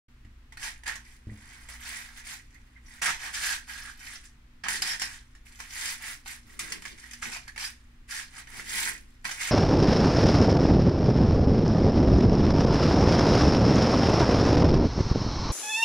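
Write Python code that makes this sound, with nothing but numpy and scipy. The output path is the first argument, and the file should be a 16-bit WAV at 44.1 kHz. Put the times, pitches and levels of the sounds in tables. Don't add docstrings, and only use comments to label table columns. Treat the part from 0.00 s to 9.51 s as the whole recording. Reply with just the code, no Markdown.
import sys
import numpy as np
from scipy import signal
from scipy.fft import rfft, irfft, next_fast_len
from scipy.io import wavfile
from scipy.ndimage import uniform_filter1d

SR = 44100
rng = np.random.default_rng(int(sys.argv[2]) if len(sys.argv) > 2 else 0)


def wav_record(signal):
    frames = np.transpose(np.atleast_2d(signal))
    bounded = np.clip(frames, -1, 1)
    quanta = np.round(bounded * 32767).astype(np.int16)
    wavfile.write(sys.argv[1], SR, quanta)


N = 419391
TIME = np.arange(N) / SR


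def from_db(db):
    return 10 ** (np.asarray(db) / 20)


def rms_one(x):
    return x / np.sqrt(np.mean(x ** 2) + 1e-20)


def drift(rate_hz):
    knots = rng.standard_normal(8192)
    return rms_one(np.interp(TIME * rate_hz, np.arange(len(knots)), knots))


def bell(age_s, half_length_s):
    return np.exp(-(age_s / half_length_s) ** 2)


def colour(x, points):
    size = 2 * next_fast_len(N // 2 + 8192)
    hz, db = np.transpose(points)
    bins_hz = np.arange(size // 2 + 1) * SR / size
    log_gain = np.log(from_db(np.interp(np.log(bins_hz + 1), np.log(hz), db)))
    cepstrum = irfft(log_gain)[:size // 2]
    cepstrum[1:] *= 2
    return irfft(rfft(x, size) * np.exp(rfft(cepstrum, size)))[..., :N]


def cut(x, hz, kind, order=2):
    sos = signal.butter(order, min(hz, .45 * SR), kind, fs=SR, output="sos")
    return signal.sosfilt(sos, x + 1e-18)


def ring(x, hz, t60_s):
    r = from_db(-60 / (t60_s * SR))
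    w = 2 * np.pi * hz / SR
    return signal.lfilter([0, np.sin(w)], [1, -2 * r * np.cos(w), r * r], x + 1e-18)


def brighten(x, treble_db, split_hz=3600):
    low = cut(x, split_hz, "low", order=1)
    return low * from_db(-treble_db / 2) + (x - low) * from_db(treble_db / 2)


def with_cup(x, hz, cup_db, width_hz):
    turn = np.exp(2j * np.pi * np.cumsum(np.broadcast_to(hz, x.shape)) / SR)
    r = np.exp(-np.pi * width_hz / SR)
    mode = 2 * np.real(turn * signal.lfilter([1 - r], [1, -r], x / turn))
    return x + from_db(cup_db) * mode


def stroke_gain(age_s, swell_s, hold_s, swell_power=1.12, sag_db_per_s=27.5,
                release_db_per_s=256, relax_db=-24, relax_db_per_s=54):
    speed = np.clip(age_s / max(swell_s, .002), 0, 1) ** swell_power
    held = from_db(-sag_db_per_s * np.clip(age_s - swell_s, 0, hold_s))
    stopped_s = np.maximum(age_s - swell_s - hold_s, 0)
    release = from_db(-release_db_per_s * stopped_s)
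    relax = from_db(relax_db - relax_db_per_s * stopped_s)
    return speed * held * np.hypot(release, relax)


# start in seconds, swell in seconds, hold in seconds, relative level in dB, treble lift in dB.
PEEL_STROKES = [(1.036, 0.015, 0.1, -54, 8), (1.196, 0.33, 0.24, -50, 0.5), (1.679, 0.013, 0.046, -42.5, 3),
                (1.77, 0.11, 0.14, -37.5, 5.5), (2.027, 0.016, 0.09, -48.5, -1),
                (2.146, 0.032, 0.0054, -42.5, 4.5), (2.225, 0.064, 0.051, -38.5, 7),
                (2.47, 0.038, 0.36, -63, -3), (2.814, 0.13, 0.038, -49, 1.5),
                (5.449, 0.011, 0.12, -53.5, 8), (5.582, 0.01, 0.059, -44.5, 6.5),
                (5.655, 0.2, 0.067, -32.5, 10.5), (5.97, 0.1, 0.04, -34.5, 5.5),
                (6.248, 0.027, 0.044, -38, 8), (6.434, 0.075, 0.046, -52, 4), (6.591, 0.004, 0.16, -39, 3),
                (8.291, 0.09, 0.014, -42, 0.5), (8.456, 0.13, 0.015, -38, 2.5),
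                (8.621, 0.17, 0.1, -29, 9.5)]
# start in seconds, swell in seconds,
# hold in seconds, relative level in dB, treble lift in dB, body mode of the gripped cup in Hz.
PRESS_STROKES = [(0.573, 0.075, 0.027, -34.5, 5, 1800), (0.854, 0.015, 0.0034, -29.5, -2.5, 1790),
                 (0.902, 0.0064, 0.031, -43.5, -1, 1830), (3.014, 0.0052, 0.014, -24.5, 1, 1780),
                 (3.054, 0.0038, 0.034, -23.5, 0, 2060), (3.172, 0.066, 0.037, -33.5, 0, 1800),
                 (3.318, 0.025, 0.055, -33.5, 13, 1690), (3.401, 0.034, 0.1, -28, 8.5, 1650),
                 (3.663, 0.032, 0.21, -39, 6, 1630), (3.951, 0.084, 0.13, -42.5, 6.5, 1980),
                 (4.229, 0.0065, 0.0096, -55.5, 21, 1770), (4.634, 0.004, 0.043, -42.5, -20, 1730),
                 (4.68, 0.0062, 0.075, -31.5, 11, 1770), (4.815, 0.054, 0.047, -30.5, 8, 1900),
                 (4.993, 0.033, 0.018, -33, 5, 1830), (5.077, 0.024, 0.051, -44, 11, 1820),
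                 (6.824, 0.017, 0.085, -48, 11, 2110), (6.963, 0.022, 0.66, -48.5, 7.5, 2030),
                 (7.213, 0.01, 0.045, -34, 0.5, 2040), (7.298, 0.026, 0.025, -35, 5.5, 2550),
                 (7.584, 0.013, 0.053, -34.5, 10.5, 1760), (8.073, 0.049, 0.08, -37, 14.5, 1760),
                 (9.242, 0.0016, 0.14, -37, 6, 2020), (9.383, 0.028, 0.075, -30, 6.5, 2050)]


def handling(loose_cup_hz=2004):
    power, treble, pressed = np.full(N, 1e-12), np.zeros(N), np.zeros(N)
    pitch = power * loose_cup_hz
    strokes = [(*row, loose_cup_hz, False) for row in PEEL_STROKES]
    strokes += [(*row, True) for row in PRESS_STROKES]
    for s, swell_s, hold_s, db, treble_db, cup_hz, in_tin in strokes:
        now = slice(round(s * SR), round(s * SR) + SR)
        stroke = (from_db(db) * stroke_gain(TIME[now] - s, swell_s, hold_s)) ** 2
        power[now] += stroke
        treble[now] += stroke * treble_db
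        pitch[now] += stroke * cup_hz
        pressed[now] += stroke * in_tin
    return 10 * np.log10(power), treble / power, pitch / power, pressed / power


def crinkle(per_s, spread_db, cycles, shift_db=3, shift_rate_hz=30):
    sizes = from_db(spread_db * np.minimum(rng.exponential(1, N), 4)) * rng.choice([-1, 1], N)
    slips = sizes * (rng.random(N) < per_s / SR)
    facets_hz = np.geomspace(1000, 14000, 12) * rng.uniform(.92, 1.08, 12)
    dealt = rng.integers(0, len(facets_hz), N)
    ringing = np.zeros(N)
    for k, hz in enumerate(facets_hz):
        struck = slips * (dealt == k) * from_db(shift_db * drift(shift_rate_hz))
        ringing += (-1) ** k * hz * ring(struck, hz, cycles / hz)
    return rms_one(ringing / np.sqrt(per_s))


def ticking(per_s=22, spread_db=3, tick_t60_s=0.0092):
    flicks = (rng.random(N) < per_s / SR) * from_db(spread_db * rng.uniform(-0.89, 1, N))
    fade = signal.lfilter([1], [1, -from_db(-60 / (tick_t60_s * SR))], flicks + 1e-18)
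    return rms_one(fade * rng.standard_normal(N))


def sliding(level_db, treble_db, pressed, slips_per_s=1300, grain_db=-1, hiss_db=-6,
            tick_db=-15, rim_tick_db=4, judder_db=-0.14, judder_rate_hz=110):
    push = from_db((level_db + 40) / 3)
    grain = crinkle(slips_per_s * push, spread_db=3.0, cycles=9.7)
    friction = from_db(grain_db) * grain + from_db(hiss_db) * rng.standard_normal(N)
    friction += from_db(tick_db + rim_tick_db * pressed) * ticking() / np.maximum(push, 1)
    friction = rms_one(friction * from_db(judder_db * drift(judder_rate_hz)))
    return from_db(level_db) * brighten(friction, treble_db)


# start in seconds, relative level in dB, treble lift in dB.
SNAPS_AND_CONTACT = [(0.248,-46.5,-14.5), (0.522,-30.5,-8), (0.5708,-23.5,-2), (0.6288,-17.5,7),
                     (0.834,-29,-2), (0.8765,-13,3), (0.955,-21,5), (1.6865,-24.5,-4), (2.543,-43.5,16),
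                     (3.0194,-11.5,5), (3.0567,-10,5), (3.3326,-36,4), (4.6375,-20.5,-14), (4.683,-9,3),
                     (4.8194,-8,9.5), (4.934,-16,-4), (4.996,-21,18), (5.017,-9.5,6), (5.35,-36,4.5),
                     (5.601,-20,-10), (6.2583,-26.5,-11.5), (6.5912,-12.5,10.5), (6.7208,-13,7),
                     (6.8204,-23.5,0), (6.8516,-18.5,-3), (7.11,-28,13), (7.133,-26,16), (7.2255,-18.5,-7),
                     (7.361,-21,-12), (7.478,-23.5,3), (7.56,-24,-8), (7.577,-16.5,-1), (8.471,-34,-16),
                     (8.595,-21.5,-2), (9.2506,-11.5,-6.5), (9.2915,-18,-5), (9.311,-13,1), (9.4828,-19,-4)]


def snapping(spot, spots, cup_hz, attack_s=0.0011, crack_t60_s=0.0087, settle_t60_s=0.12,
             settle_db=-18, ragged_db=5.0, level_db=2.5, cup_db=3, cup_width_hz=170,
             octaves_apart=0.03, high_hz=5600, high_db=2, high_width_hz=450):
    out, age_s = np.zeros(N + SR), TIME[:SR // 8]
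    decay = from_db(-60 * age_s / crack_t60_s) + from_db(settle_db - 60 * age_s / settle_t60_s)
    fade = (1 - np.exp(-age_s / attack_s)) * decay
    for s, snap_db, treble_db in SNAPS_AND_CONTACT[spot::spots]:
        at = round(s * SR)
        cracks, sizes = rng.standard_normal((2, len(age_s)))
        burst = cracks * from_db(ragged_db * sizes) * fade
        near_cup_hz = cup_hz[at] * 2 ** (octaves_apart * rng.standard_normal())
        burst = with_cup(burst, near_cup_hz, cup_db, cup_width_hz)
        burst = with_cup(burst, high_hz * 2 ** (rng.random() - .5), high_db, high_width_hz)
        burst *= np.sqrt(np.sum(fade ** 2) / np.sum(burst ** 2))
        out[at:at + len(age_s)] += from_db(snap_db + level_db) * brighten(burst, treble_db)
    return out[:N]


# middle in seconds, pitch in Hz, relative level in dB, half length in seconds.
EDGE_SQUEAKS = [(2.556,2050,-52,0.012), (2.768,2070,-51.5,0.014), (2.87,5750,-52,0.016),
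                (4.824,5000,-17,0.003), (4.905,5270,-28,0.031), (5.029,5270,-29.5,0.032),
                (7.036,1910,-40.5,0.003), (7.132,1850,-40.5,0.0036), (7.485,1760,-42,0.012),
                (7.651,5000,-31.5,0.015)]


def squeaking(cycles=45, level_db=-1):
    out = np.zeros(N)
    for s, hz, db, half_length_s in EDGE_SQUEAKS:
        now = np.abs(TIME - s) < .15
        tone = rms_one(ring(rng.standard_normal(SR // 2), hz, cycles / hz))[-np.sum(now):]
        out[now] += from_db(db + level_db) * tone * bell(TIME[now] - s, half_length_s)
    return out


# multiple of the cup's body mode (ratio), level in dB.
TIN_WELL_MODES = [(1.55, -15.5), (2.95, -12.5)]


def in_well(x, cup_hz, sharpness=14, wander_octaves=0.08, wander_rate_hz=12, shade_hz=13500):
    for multiple, db in TIN_WELL_MODES:
        hz = multiple * cup_hz * 2 ** (wander_octaves * drift(wander_rate_hz))
        x = with_cup(x, hz, db, hz.mean() / sharpness)
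    return cut(x, shade_hz, "low", order=1)


def kitchen(x, direct_db=-9, near_db=2, near_t60_s=0.03, tail_db=-6, low_t60_s=0.22,
            high_t60_s=0.13, split_hz=4000):
    age_s = TIME[:SR // 2]
    near, far = rng.standard_normal((2, 2, len(age_s)))
    near = near * from_db(-60 * age_s / near_t60_s) * (age_s > .0002)
    dull = cut(far, split_hz, "low", order=1)
    tail = dull * from_db(-60 * age_s / low_t60_s) + (far - dull) * from_db(-60 * age_s / high_t60_s)
    tail *= age_s > .006
    echo = from_db(near_db) * rms_one(near) + from_db(tail_db) * rms_one(tail)
    echo /= np.sqrt(len(age_s))
    echo[:, 0] += from_db(direct_db)
    response = rfft(echo, 2 * len(age_s))
    power = uniform_filter1d(np.abs(response) ** 2, size=220, axis=1)
    echo = irfft(response * np.sqrt(power.mean() / power))[:, :len(age_s)]
    return signal.oaconvolve(x[None], echo, axes=1)[:, :N]


# frequency in Hz, relative level in dB per Hz.
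LEFT_PORT_COLOUR = [(150, -9.5), (290, -9.5), (420, -22.5), (590, -18.5), (770, -3.5), (1200, -6.5),
                    (2500, -3), (3300, -7), (6200, -7.5), (7800, -11), (9300, -6), (12000, -19),
                    (15300, -25.5)]
RIGHT_PORT_COLOUR = [(150, -7), (290, -12), (430, -12.5), (590, -15.5), (780, -7.5), (1200, -5), (1620, 4),
                     (2100, 1), (4200, -9), (5100, -5.5), (9800, -11), (15300, -21.5)]


def at_ports(paper, bass_cut_hz=112):
    left = colour(paper[0], LEFT_PORT_COLOUR)
    right = colour(paper[1], RIGHT_PORT_COLOUR)
    return cut(np.array([left, right]), bass_cut_hz, "high")


# middle in seconds, relative level in dB, half length in seconds.
SHEET_FLEXES = [(4.78, -51.5, 0.11), (6.754, -54, 0.2), (7.297, -52.5, 0.052), (8.782, -53, 0.23)]


def flexing(low_hz=180, high_hz=335, flutter_db=3, flutter_rate_hz=45):
    bend = sum(from_db(db) * bell(TIME - s, half_length_s) for s, db, half_length_s in SHEET_FLEXES)
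    flutter = rng.standard_normal(N) * from_db(flutter_db * drift(flutter_rate_hz))
    dull = cut(cut(flutter, low_hz, "high"), high_hz, "low", order=4)
    return bend * rms_one(kitchen(dull))


# start in seconds, relative level in dB.
COUNTER_BUMPS = [(0.251, -50), (1.27, -38), (1.292, -39.5), (1.317, -39.5), (6.448, -57)]
# frequency in Hz, relative level in dB, t60 in seconds.
COUNTER_MODES = [(75.1, -8, 0.68), (105.6, 6, 0.15), (212, -3.5, 0.284), (290, -8, 0.26)]


def bumping(soft_hz=450, scuff_db=-11, scuff_t60_s=0.41, scuff_hz=400, scuff_top_hz=2200):
    blows, age_s = np.zeros(N), TIME[:SR // 2]
    for s, db in COUNTER_BUMPS:
        blows[round(s * SR)] = from_db(db)
    fade = signal.oaconvolve(blows, from_db(scuff_db - 60 * age_s / scuff_t60_s))[:N]
    scuff = fade * rng.standard_normal(N)
    scuff = cut(cut(scuff, scuff_hz, "low", order=1), scuff_top_hz, "low")
    padded = cut(blows, soft_hz, "low")
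    return scuff + sum(from_db(db) * ring(padded, hz, t60_s) for hz, db, t60_s in COUNTER_MODES)


# frequency in Hz, relative level in dB per Hz.
ROOM_RUMBLE = [(22, 8), (60, -1.5), (160, -18), (280, -15), (410, -27.5), (620, -34), (1100, -28),
               (1950, -27), (15000, -50.5)]
# frequency in Hz, level in dB rms before the waver.
APPLIANCE_HUM = [(59.2, -60), (120, -69), (239.6, -69)]


def background(rumble_db=-53.5, apart_hz=500, hum_waver_db=2.5):
    mid, side = rng.standard_normal((2, N))
    apart = cut(side, apart_hz, "high") * np.array([[1], [-1]])
    air = rms_one(cut(colour(mid + apart, ROOM_RUMBLE), 12, "high"))
    hum = np.zeros(N)
    for hz, db in APPLIANCE_HUM:
        gain = np.sqrt(2) * from_db(db + hum_waver_db * drift(5))
        hum += gain * np.sin(2 * np.pi * hz * TIME + .5 * drift(5.7))
    return from_db(rumble_db) * air + hum


def scene(slide_db=3.0, roam_db=6, roam_rate_hz=11, rubbed_cup_db=1.5, cup_width_hz=280,
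          bend_octaves=0.032, bend_rate_hz=25, spots=3):
    level_db, treble_db, cup_hz, pressed = handling()
    shares = from_db(roam_db * np.array([drift(roam_rate_hz) for _ in range(spots)]))
    shares /= np.sqrt(np.sum(shares ** 2, axis=0))
    paper = kitchen(squeaking())
    for spot, share in enumerate(shares):
        bent_hz = cup_hz * 2 ** (bend_octaves * drift(bend_rate_hz))
        slide = from_db(slide_db) * share * sliding(level_db, treble_db, pressed)
        rubbed = with_cup(slide, bent_hz, rubbed_cup_db, cup_width_hz)
        liner = rubbed + snapping(spot, spots, cup_hz)
        paper += kitchen(in_well(liner * pressed, cup_hz) + liner * (1 - pressed))
    return at_ports(paper) + flexing() + bumping() + background()


def record(dry, start_s=.082, fade_s=.004, cutoff_hz=15700):
    opened = np.clip((TIME - start_s) / fade_s, 0, 1)
    steep = signal.ellip(10, .2, 70, cutoff_hz, fs=SR, output="sos")
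    return signal.sosfilt(steep, dry * opened)


dry = scene()
out = record(dry)
wav_record(out)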